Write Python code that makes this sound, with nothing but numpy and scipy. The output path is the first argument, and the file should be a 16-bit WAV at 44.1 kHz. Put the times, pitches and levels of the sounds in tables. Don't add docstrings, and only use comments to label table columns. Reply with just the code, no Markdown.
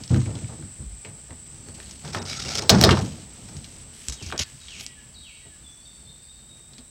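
import sys
import numpy as np
from scipy import signal
from scipy.fft import rfft, irfft, next_fast_len
from scipy.io import wavfile
from scipy.ndimage import map_coordinates

SR = 44100
rng = np.random.default_rng(int(sys.argv[2]) if len(sys.argv) > 2 else 0)


def volts_from_db(level):
    exponent = np.asarray(level, float) / 20
    return 10 ** exponent


def pcm_store(signal):
    levels = np.round(np.clip(np.atleast_2d(signal), -1, 1) * 32767)
    wavfile.write(sys.argv[1], SR, levels.astype(np.int16).T)


N = 304288


# [f/Hz, width/Hz, level/dB]
HULL_MODES = [(65.8, 23, 4), (97, 23, 6.5), (138.2, 18.1, 4.5), (194, 40, -1), (248, 59.4, -5),
              (331.3, 29, -9), (465, 110, -22)]
# [f/Hz, width/Hz, level/dB]
RIB_MODES = [(402, 98, 2), (488, 63, 3.5), (531, 91, -0.5), (641.5, 42, 3.5), (702, 170, -5),
             (940, 96, 0.5), (1044, 1050, -7)]
# [t/s, drone level/dB]
ROCKING = [(0, -47.5), (.9, -52.5), (1.3, -53), (1.6, -46), (2.0, -49), (2.3, -40), (2.65, -36),
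           (3.3, -45.5), (3.8, -50.5), (4.5, -57), (4.8, -50.5), (5.2, -56), (6.0, -56), (6.9, -54)]
# [t/s, level/dB, f/Hz, t60/s]
THUDS = [(0.105, -2.5, 120, 0.11), (0.139, -23, 126, 0.085), (0.184, -9.5, 122.9, 0.21),
         (0.274, -13, 110, 0.095), (0.353, -22, 121, 0.084), (0.43, -28.5, 118, 0.41),
         (0.579, -36, 96.5, 0.18), (0.79, -27.5, 70.6, 0.3), (0.861, -18.5, 53, 0.17),
         (0.92, -20, 57, 0.11), (1.302, -35, 81, 0.31), (1.85, -28, 63, 0.13), (2.04, -31, 149, 0.54),
         (2.713, -6.5, 192, 0.074), (2.755, -7, 194, 0.16), (2.918, -7.5, 337, 0.098),
         (3.545, -34, 150, 0.13), (4.085, -16.5, 61, 0.14), (4.222, -24, 92.2, 0.095),
         (4.262, -23.5, 74.5, 0.15), (4.395, -20, 80, 0.13), (4.535, -36, 131, 0.15),
         (6.786, -37, 246, 0.11)]


def hull():
    rocking_db = curves(ROCKING)[0] + 2 * wobble(11)
    clatter_beside_drone_db = -12
    rocking_clatter_db = rocking_db + clatter_beside_drone_db
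    drone_db = 10 * np.log10(shifts(column=2) + volts_from_db(2 * rocking_db))
    clatter_db = 10 * np.log10(shifts(column=3) + volts_from_db(2 * rocking_clatter_db))

    def soft(hz):
        return 1 / (1 + 1j * hz / 1500) ** 2

    def plates(hz):
        bass_cut = (1j * hz / (1j * hz + 70)) ** 2
        return resonances(HULL_MODES)(hz) * soft(hz) * bass_cut

    drone = rung(drone_db, grains(27, lumpy_db=0.9), plates)
    clatter = rung(clatter_db, grains(80, lumpy_db=2), lambda hz: resonances(RIB_MODES)(hz) * soft(hz))
    out = np.pad(drone + clatter, (0, SR))
    t = np.arange(SR // 2) / SR
    onset = 1 - np.exp(-t / 0.0066)
    for s, db, hz, t60 in THUDS:
        decay = volts_from_db(db + 1 - 60 * t / t60)
        out[round(s * SR):][:len(t)] += decay * np.sin(2 * np.pi * hz * t) * onset
    return out[:N]


# [t/s, hold/s, drone level/dB, clatter level/dB, fade t60/s]
SHIFTS = [(0.0, 0.006, -33.5, -48.5, 0.06), (0.106, 0.041, -16.5, -41.5, 0.35),
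          (0.259, 0.056, -29, -44, 0.18), (0.343, 0.012, -26.5, -44, 0.22),
          (0.416, 0.014, -28.5, -55, 0.17), (0.485, 0.054, -41, -47.5, .15),
          (0.581, 0.011, -32.5, -63, 0.37), (0.79, 0.028, -38, -58, 0.26),
          (1.047, 0.013, -39.5, -47.5, 0.52), (1.29, 0.038, -43.5, -51, .25),
          (1.664, 0.016, -47, -55.5, 0.69), (1.783, 0.017, -55, -49, 0.08), (2.039, 0.055, -37, -46, 0.19),
          (2.137, 0.049, -35.5, -37, 0.52), (2.438, .07, -40, -42.5, 0.39),
          (2.572, 0.061, -54, -37.5, 0.29), (2.699, 0.042, -13.5, -19.5, 0.29),
          (2.774, 0.045, -15, -30.5, 0.42), (2.855, 0.051, -13, -20, 0.35), (2.97, 0.021, -22, -47, 0.57),
          (3.382, 0.019, -42, -65, 0.18), (3.534, 0.039, -39, -56, 0.36), (4.077, 0.028, -42, -54, 0.12),
          (4.213, 0.015, -33.5, -51, 0.092), (4.266, 0.036, -42, -55, .1),
          (4.324, 0.0087, -30.5, -31.5, 0.14), (4.396, 0.0073, -28, -35.5, 0.03),
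          (4.539, 0.012, -42, -70, 0.13), (5.451, .015, -48, -57, 0.25), (6.779, 0.018, -56, -55, 0.19)]


def shifts(column):
    rise_s = 0.004
    t = np.arange(N) / SR
    power = np.full(N, 1e-12)
    for row in SHIFTS:
        s, hold, t60 = row[0], row[1], row[4]
        level_db = row[column] - 60 * (t - s - hold).clip(0) / t60
        rise = ((t - s) / rise_s + 1).clip(0, 1)
        power += volts_from_db(2 * level_db) * rise ** 2
    return power


# [t/s, level/dB, centre f/Hz, t60/s, knock beside the tap/dB]
TAPS = [(0.0373, -24.5, 4900, 0.033, -31), (0.0782, -28.5, 5160, 0.017, -21),
        (0.0955, -33, 5000, 0.015, -11), (0.145, -22, 1500, .015, -15), (0.1611, -30.5, 1450, 0.062, 11),
        (0.2162, -33, 1300, 0.029, -5), (0.259, -33, 2340, 0.039, -9), (0.3545, -32, 4100, 0.044, -22),
        (0.4443, -37, 2200, .026, -14), (0.6252, -38.5, 1600, 0.038, -18), (1.049, -31.5, 2320, .09, -3),
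        (1.3073, -34, 1780, 0.026, -12), (1.6863, -33, 7480, 0.024, 10), (1.8016, -29, 2130, 0.01, -10),
        (1.9106, -25, 6440, 0.037, -31), (2.0488, -31.5, 1080, 0.14, 3), (2.078, -30, 3480, 0.044, -10),
        (2.1307, -35, 2500, 0.039, 12), (2.1477, -14.5, 1200, 0.044, -0.5), (2.1737, -21, 1350, 0.019, -16),
        (2.2971, -26, 4900, 0.13, 2), (2.4839, -30.5, 4960, 0.069, 8), (2.5048, -29.5, 5150, .043, -30),
        (2.554, -9.5, 5200, 0.023, -5), (2.5748, -16, 5460, .016, -13), (2.5822, -14, 5310, 0.024, -16),
        (2.622, -18, 5650, 0.037, -18), (2.6944, 6, 4660, 0.047, 1.5), (2.702, -3, 6050, 0.027, -7),
        (2.813, 3.5, 5760, 0.0072, -0.5), (2.8264, -12, 5640, 0.048, 12), (2.8383, 1.5, 4400, 0.047, 7),
        (2.8493, -5.5, 4700, 0.02, 5), (2.8912, -5.5, 1370, 0.06, -22), (2.9092, -8, 3200, 0.07, -19),
        (2.9283, -17, 1080, 0.018, -4), (2.972, -16, 1060, 0.042, -8), (3.4878, -35.5, 5570, 0.043, 10),
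        (3.5675, -29.5, 6030, 0.06, -13), (3.644, -30, 3720, 0.042, -31), (4.0846, -8, 7700, 0.015, -40),
        (4.098, -16, 6660, 0.026, -35), (4.123, -21.5, 6540, 0.14, -7), (4.2253, -27, 5500, 0.12, -22),
        (4.2633, -26, 5670, 0.059, -20), (4.303, -29, 1460, .014, -19), (4.316, -26, 3080, .016, -14),
        (4.3246, -17, 1360, 0.03, -3.5), (4.362, -30, 1560, 0.026, -16), (4.3786, -15, 5600, 0.019, -26),
        (4.3964, -15.5, 5800, 0.03, -14), (4.4193, -18, 3960, .04, -32), (4.684, -31.5, 3320, 0.061, -11),
        (4.8096, -24.5, 5240, 0.028, -3), (4.8647, -16, 6580, 0.005, -44),
        (6.7343, -37.5, 3990, 0.052, -17.5), (6.782, -33, 4000, 0.052, -19)]
# [f/Hz, t60/s]
PLATE_DECAY = [(300, 0.17), (1500, 0.27), (5000, 0.17), (12000, 0.061)]


def taps():
    first_contact = 9
    sizzle_floor_db, hard_db, sizzle_growth = -43, -5, 1.8
    out = np.zeros(N + SR)
    t = np.arange(SR // 8) / SR
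    broad = resonances([(2780, 1400, -21)])
    high = resonances([(11550, 9600, 0)])

    def dull(f):
        return 1 / (1 + 1j * 1.21 * f / 8500 - (f / 8500) ** 2) ** 3

    for s, db, hz, t60, knock_db in TAPS:
        sizzle_db = sizzle_floor_db + sizzle_growth * max(db - hard_db, 0)
        shake = rng.standard_normal((2, len(t))) * volts_from_db(-60 * t / t60)
        shake[:, 0] = first_contact
        pitched = resonances([(hz, 0.41 * hz, 0)])

        def contact(f):
            body = np.sqrt(SR / hz) * pitched(f) + hz / 1800 * broad(f)
            return volts_from_db(-11) * body * dull(f) + volts_from_db(sizzle_db) * high(f) ** 3

        tap = filtered(shake[0], contact)
        knock = volts_from_db(knock_db - 5) * filtered(shake[1], resonances(RIB_MODES))
        out[round(s * SR):][:len(t)] += volts_from_db(db) * (tap + knock)
    return out[:N] + volts_from_db(-10.5) * echoes(out[:N], PLATE_DECAY)


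# [t/s, duration/s, level/dB, swell over the stroke/dB]
DRAG = [(2.043, 0.074, -42, -6.5), (2.126, 0.068, -37, -2.5), (2.217, 0.013, -39, 6),
        (2.252, .13, -36, 2.5), (2.387, 0.21, -36, 7), (2.608, 0.12, -37.5, -16.5)]
# [f/Hz, width/Hz, level/dB]
RUBBED_MODES = [(1350, 69, -10), (2060, 65, -1.5), (3100, 250, -6), (4650, 73, -21), (4900, 120, 4),
                (5310, 150, 7), (6800, 110, 17), (7070, 69, -8)]
# [f/Hz, relative level per Hz/dB]
GRIT = [(470, -36), (800, -8), (989, -28), (1350, -4), (1510, -13), (2280, -9.5), (2590, -11.5), (4370, -6),
        (5470, -3), (15800, -43.5)]
# [t/s, duration/s, f/Hz, level/dB]
SQUEAKS = [ (2.175, .05, 750, -40), (2.18, .04, 3800, -46), (2.26, .1, 3900, -43), (2.27, .08, 4950, -40),
           (2.272, .1, 2250, -43), (2.35, .07, 1350, -45), (2.355, .04, 6600, -41), (2.4, .05, 3800, -46),
           (2.44, .08, 2250, -47), (2.45, .03, 2800, -42), (2.48, .04, 5300, -42), (2.55, .02, 1350, -38)]


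def dragging():
    slips = grains(250, lumpy_db=3.5)
    ring = unit(sum(volts_from_db(4 * wobble(25)) * filtered(slips, resonances([mode])) for mode in RUBBED_MODES))
    scuff = unit(filtered(slips, lambda hz: volts_from_db(along(GRIT, hz))))
    out = sum(stroke(*pull) for pull in DRAG) * unit(0.077 * ring + scuff)
    out += stroke(2.695, length=0.307, db=-30.5, swell_db=-6.5) * scuff
    for s, length, hz, db in SQUEAKS:
        catch = rng.standard_normal(SR // 4)[:round(length * SR)]
        narrow = resonances([(hz, 110, 0)])
        squeak = unit(filtered(catch, lambda f: narrow(f) ** 2)) * np.hanning(len(catch)) ** .5
        out[round(s * SR):][:len(catch)] += volts_from_db(db) * squeak
    return out


# [t/s, duration/s, level/dB, swell over the stroke/dB, bright edge beside the body/dB]
RUSTLE = [(0.0, 0.062, -49.5, -6, -26), (0.092, 0.092, -45.5, -2, -33), (0.193, 0.16, -45, -12, -21),
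          (0.35, 0.28, -49.5, -11, -23), (1.46, .27, -59.5, 0.5, -28), (1.741, .2, -53, 3.5, -12.5),
          (1.948, 0.16, -53, 1, -14), (3.008, 0.26, -42.5, -14, -15.5), (3.301, 0.54, -57, 4, -13),
          (3.931, 0.17, -54.5, 10, -9.5), (4.105, 0.075, -59, 2, -12), (4.191, 0.12, -54, 11, -14.5),
          (4.392, 0.044, -25, -3, -17.5), (4.458, 0.16, -54, -2, -11), (4.614, 0.2, -52.5, 9, -22),
          (4.791, 0.057, -51.5, 7, -4.5)]
# [f/Hz, relative level per Hz/dB]
CLOTH = [(470, -48), (800, -19.5), (2110, -5), (2310, -4.5), (3060, -1.5), (3510, -3.5), (7000, -2),
         (9100, -43), (15400, -120)]


def rustle():
    fibres = grains(300, lumpy_db=3)
    body = unit(filtered(fibres, lambda hz: volts_from_db(along(CLOTH, hz))))
    edge = unit(filtered(fibres, lambda hz: resonances([(9500, 6000, 0)])(hz) ** 3))
    return sum(stroke(*swish) * (body + volts_from_db(bright_db) * edge) for *swish, bright_db in RUSTLE)


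# [t/s, level/dB]
CHORUS = [(0.0, -46), (0.38, -45.5), (1.69, -46.5), (2.63, -48), (2.71, -44.5), (3.06, -47.5),
          (3.92, -47.5), (4.36, -50.5), (4.71, -49), (4.98, -50.5), (5.86, -50), (6.9, -51)]
# [f/Hz, relative level per Hz/dB]
WINGS = [(4000, -47), (6800, -21), (7020, -17), (7340, -4), (7610, -1), (7910, 5), (8680, -2),
         (9400, -29.5), (12200, -50), (20700, -120)]


def insects():
    rasp = filtered(grains(260, lumpy_db=1.0), lambda hz: volts_from_db(along(WINGS, hz)))
    return volts_from_db(curves(CHORUS)[0] + .6 * wobble(10)) * unit(rasp)


# [t from its start/s, duration/s, first f/Hz, last f/Hz, relative level/dB]
PHRASE = [(0, 0.0204, 4900, 3850, 2.5), (0.013, 0.044, 3910, 3720, 2), (0.088, .075, 3500, 2298, 2.5),
          (0.159, 0.028, 2302, 2186, -2), (0.267, .07, 1980, 1900, -13), (0.358, 0.063, 1787, 1650, -9.5)]
# [t/s, level/dB, opening notes beside the rest/dB]
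SINGS = [(4.079, -50, -3), (4.592, -47, -7.5), (5.139, -51, 0.5)]
# [t/s, duration/s, first f/Hz, last f/Hz, level/dB]
WHISTLES = [(0.88, 0.12, 2280, 2500, -71), (1.53, 0.052, 6250, 5660, -61), (1.63, 0.11, 4400, 4600, -60),
            (1.84, 0.08, 4220, 4480, -60.5), (5.633, 0.048, 3590, 3390, -51),
            (5.697, 0.024, 6470, 5700, -60), (5.71, .04, 5680, 5600, -62), (5.801, 0.11, 4410, 4600, -60),
            (5.853, 0.033, 3780, 3495, -51), (6.046, 0.033, 4270, 4100, -58), (6.062, .05, 3520, 3750, -51),
            (6.167, 0.089, 4420, 4880, -62), (6.285, 0.038, 3645, 3755, -51),
            (6.326, 0.047, 4280, 4180, -65.5), (6.486, 0.048, 3815, 3660, -52),
            (6.712, 0.044, 3930, 3890, -62)]


def birds():
    opening_s = .05
    notes = []
    for s, db, opening_db in SINGS:
        for at, length, first_hz, last_hz, note_db in PHRASE:
            level_db = db + note_db + opening_db * (at < opening_s)
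            notes.append((s + at, length, first_hz, last_hz, level_db))
    out = np.zeros(N + SR)
    for s, length, first_hz, last_hz, db in notes + WHISTLES:
        u = np.linspace(0, 1, round(length * SR))
        pitch = first_hz + (last_hz - first_hz) * u
        swell = np.sqrt(np.sin(np.pi * u).clip(0))
        out[round(s * SR):][:len(u)] += volts_from_db(db) * swell * np.sin(2 * np.pi * np.cumsum(pitch) / SR)
    tree_decay = [(1500, 0.33), (3600, 1.29), (6000, 1.3)]  # f/Hz, t60/s
    return out[:N] + volts_from_db(6.0) * echoes(out[:N], tree_decay)


# [f/Hz, relative level per Hz/dB]
AIR = [(15, -34.5), (25, 7.5), (73, 11), (135, -29.5), (372, -32), (431, -21), (2320, -19.5), (3630, -19.5),
       (4010, -20), (6100, -19), (6910, -27), (8020, -36), (9300, -31), (12100, -85), (20500, -120)]
# [t/s, level/dB]
AIR_LEVEL = [(0, -45), (1.5, -47.5), (3, -44.5), (4.5, -47), (5.2, -49), (6.9, -51)]


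def air():
    wash = filtered(grains(34, lumpy_db=0.7), lambda hz: volts_from_db(along(AIR, hz)))
    return volts_from_db(curves(AIR_LEVEL)[0]) * unit(wash)


def stroke(s, length, db, swell_db):
    edge_s = .007
    t = np.arange(N) / SR - s
    edges = (np.minimum(t, length - t) / edge_s + .5).clip(0, 1)
    return volts_from_db(db + swell_db * (t / length).clip(0, 1)) * edges


def rung(level_db, shaking, response):
    steady = filtered(shaking, response)
    return filtered(volts_from_db(level_db) * shaking, response) / np.std(steady)


def resonances(modes):
    def response(f):
        total = 0
        for k, (centre, width, db) in enumerate(modes):
            damping = 1j * f * width
            total = total + (-1) ** k * volts_from_db(db) * damping / (centre * centre - f * f + damping)
        return total
    return response


def echoes(x, t60s):
    hz, t, z = signal.stft(rng.standard_normal(SR), SR, nperseg=256)
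    decay = volts_from_db(-60 * t / along(t60s, hz)[:, None])
    tail = signal.istft(z * decay, SR, nperseg=256)[1]
    return signal.fftconvolve(x, tail / np.linalg.norm(tail))[:N]


def grains(rate, lumpy_db):
    return unit(volts_from_db(lumpy_db * wobble(rate)) * rng.standard_normal(N))


def wobble(rate):
    knots = rng.standard_normal(int(N * 400 / SR) + 4)
    return map_coordinates(knots, [np.arange(N) * min(rate, 400) / SR])


def filtered(x, response):
    m = next_fast_len(len(x) + 8192)
    return irfft(rfft(x, m) * response(np.fft.rfftfreq(m, 1 / SR)), m)[:len(x)]


def along(points, hz):
    f, v = np.transpose(points)
    return np.interp(np.log(hz + 1), np.log(f + 1), v)


def curves(rows):
    s, *cols = np.transpose(rows)
    t = np.arange(N) / SR
    stops_early = s[-1] < N / SR - .1
    return [np.interp(t, s, c, left=-120, right=-120 if stops_early else c[-1]) for c in cols]


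def unit(x):
    return x / np.sqrt(np.mean(x ** 2) + 1e-20)


def scene():
    return (hull() + taps() + dragging() + rustle() + insects() + birds() + air())[None]


def band_limit(x):
    return signal.sosfilt(signal.butter(12, 16660, fs=SR, output="sos"), x)


# [f/Hz, relative level per Hz/dB]
HISS = [(5470, -17), (9300, -4), (11000, -3), (14900, -6.5), (15000, -9), (15700, -1.5)]


def record(dry):
    x = filtered(dry[0], lambda hz: (1j * hz / (55 + 1j * hz)) ** 2)
    x = filtered(np.clip(x, -1, 1), lambda hz: hz < 16600)
    hiss = filtered(rng.standard_normal(N), lambda hz: volts_from_db(along(HISS, hz)) * (hz < 15850))
    mix = (x + volts_from_db(-70.0) * unit(hiss))[None]
    return band_limit(mix)


dry = scene()
out = record(dry)
pcm_store(out)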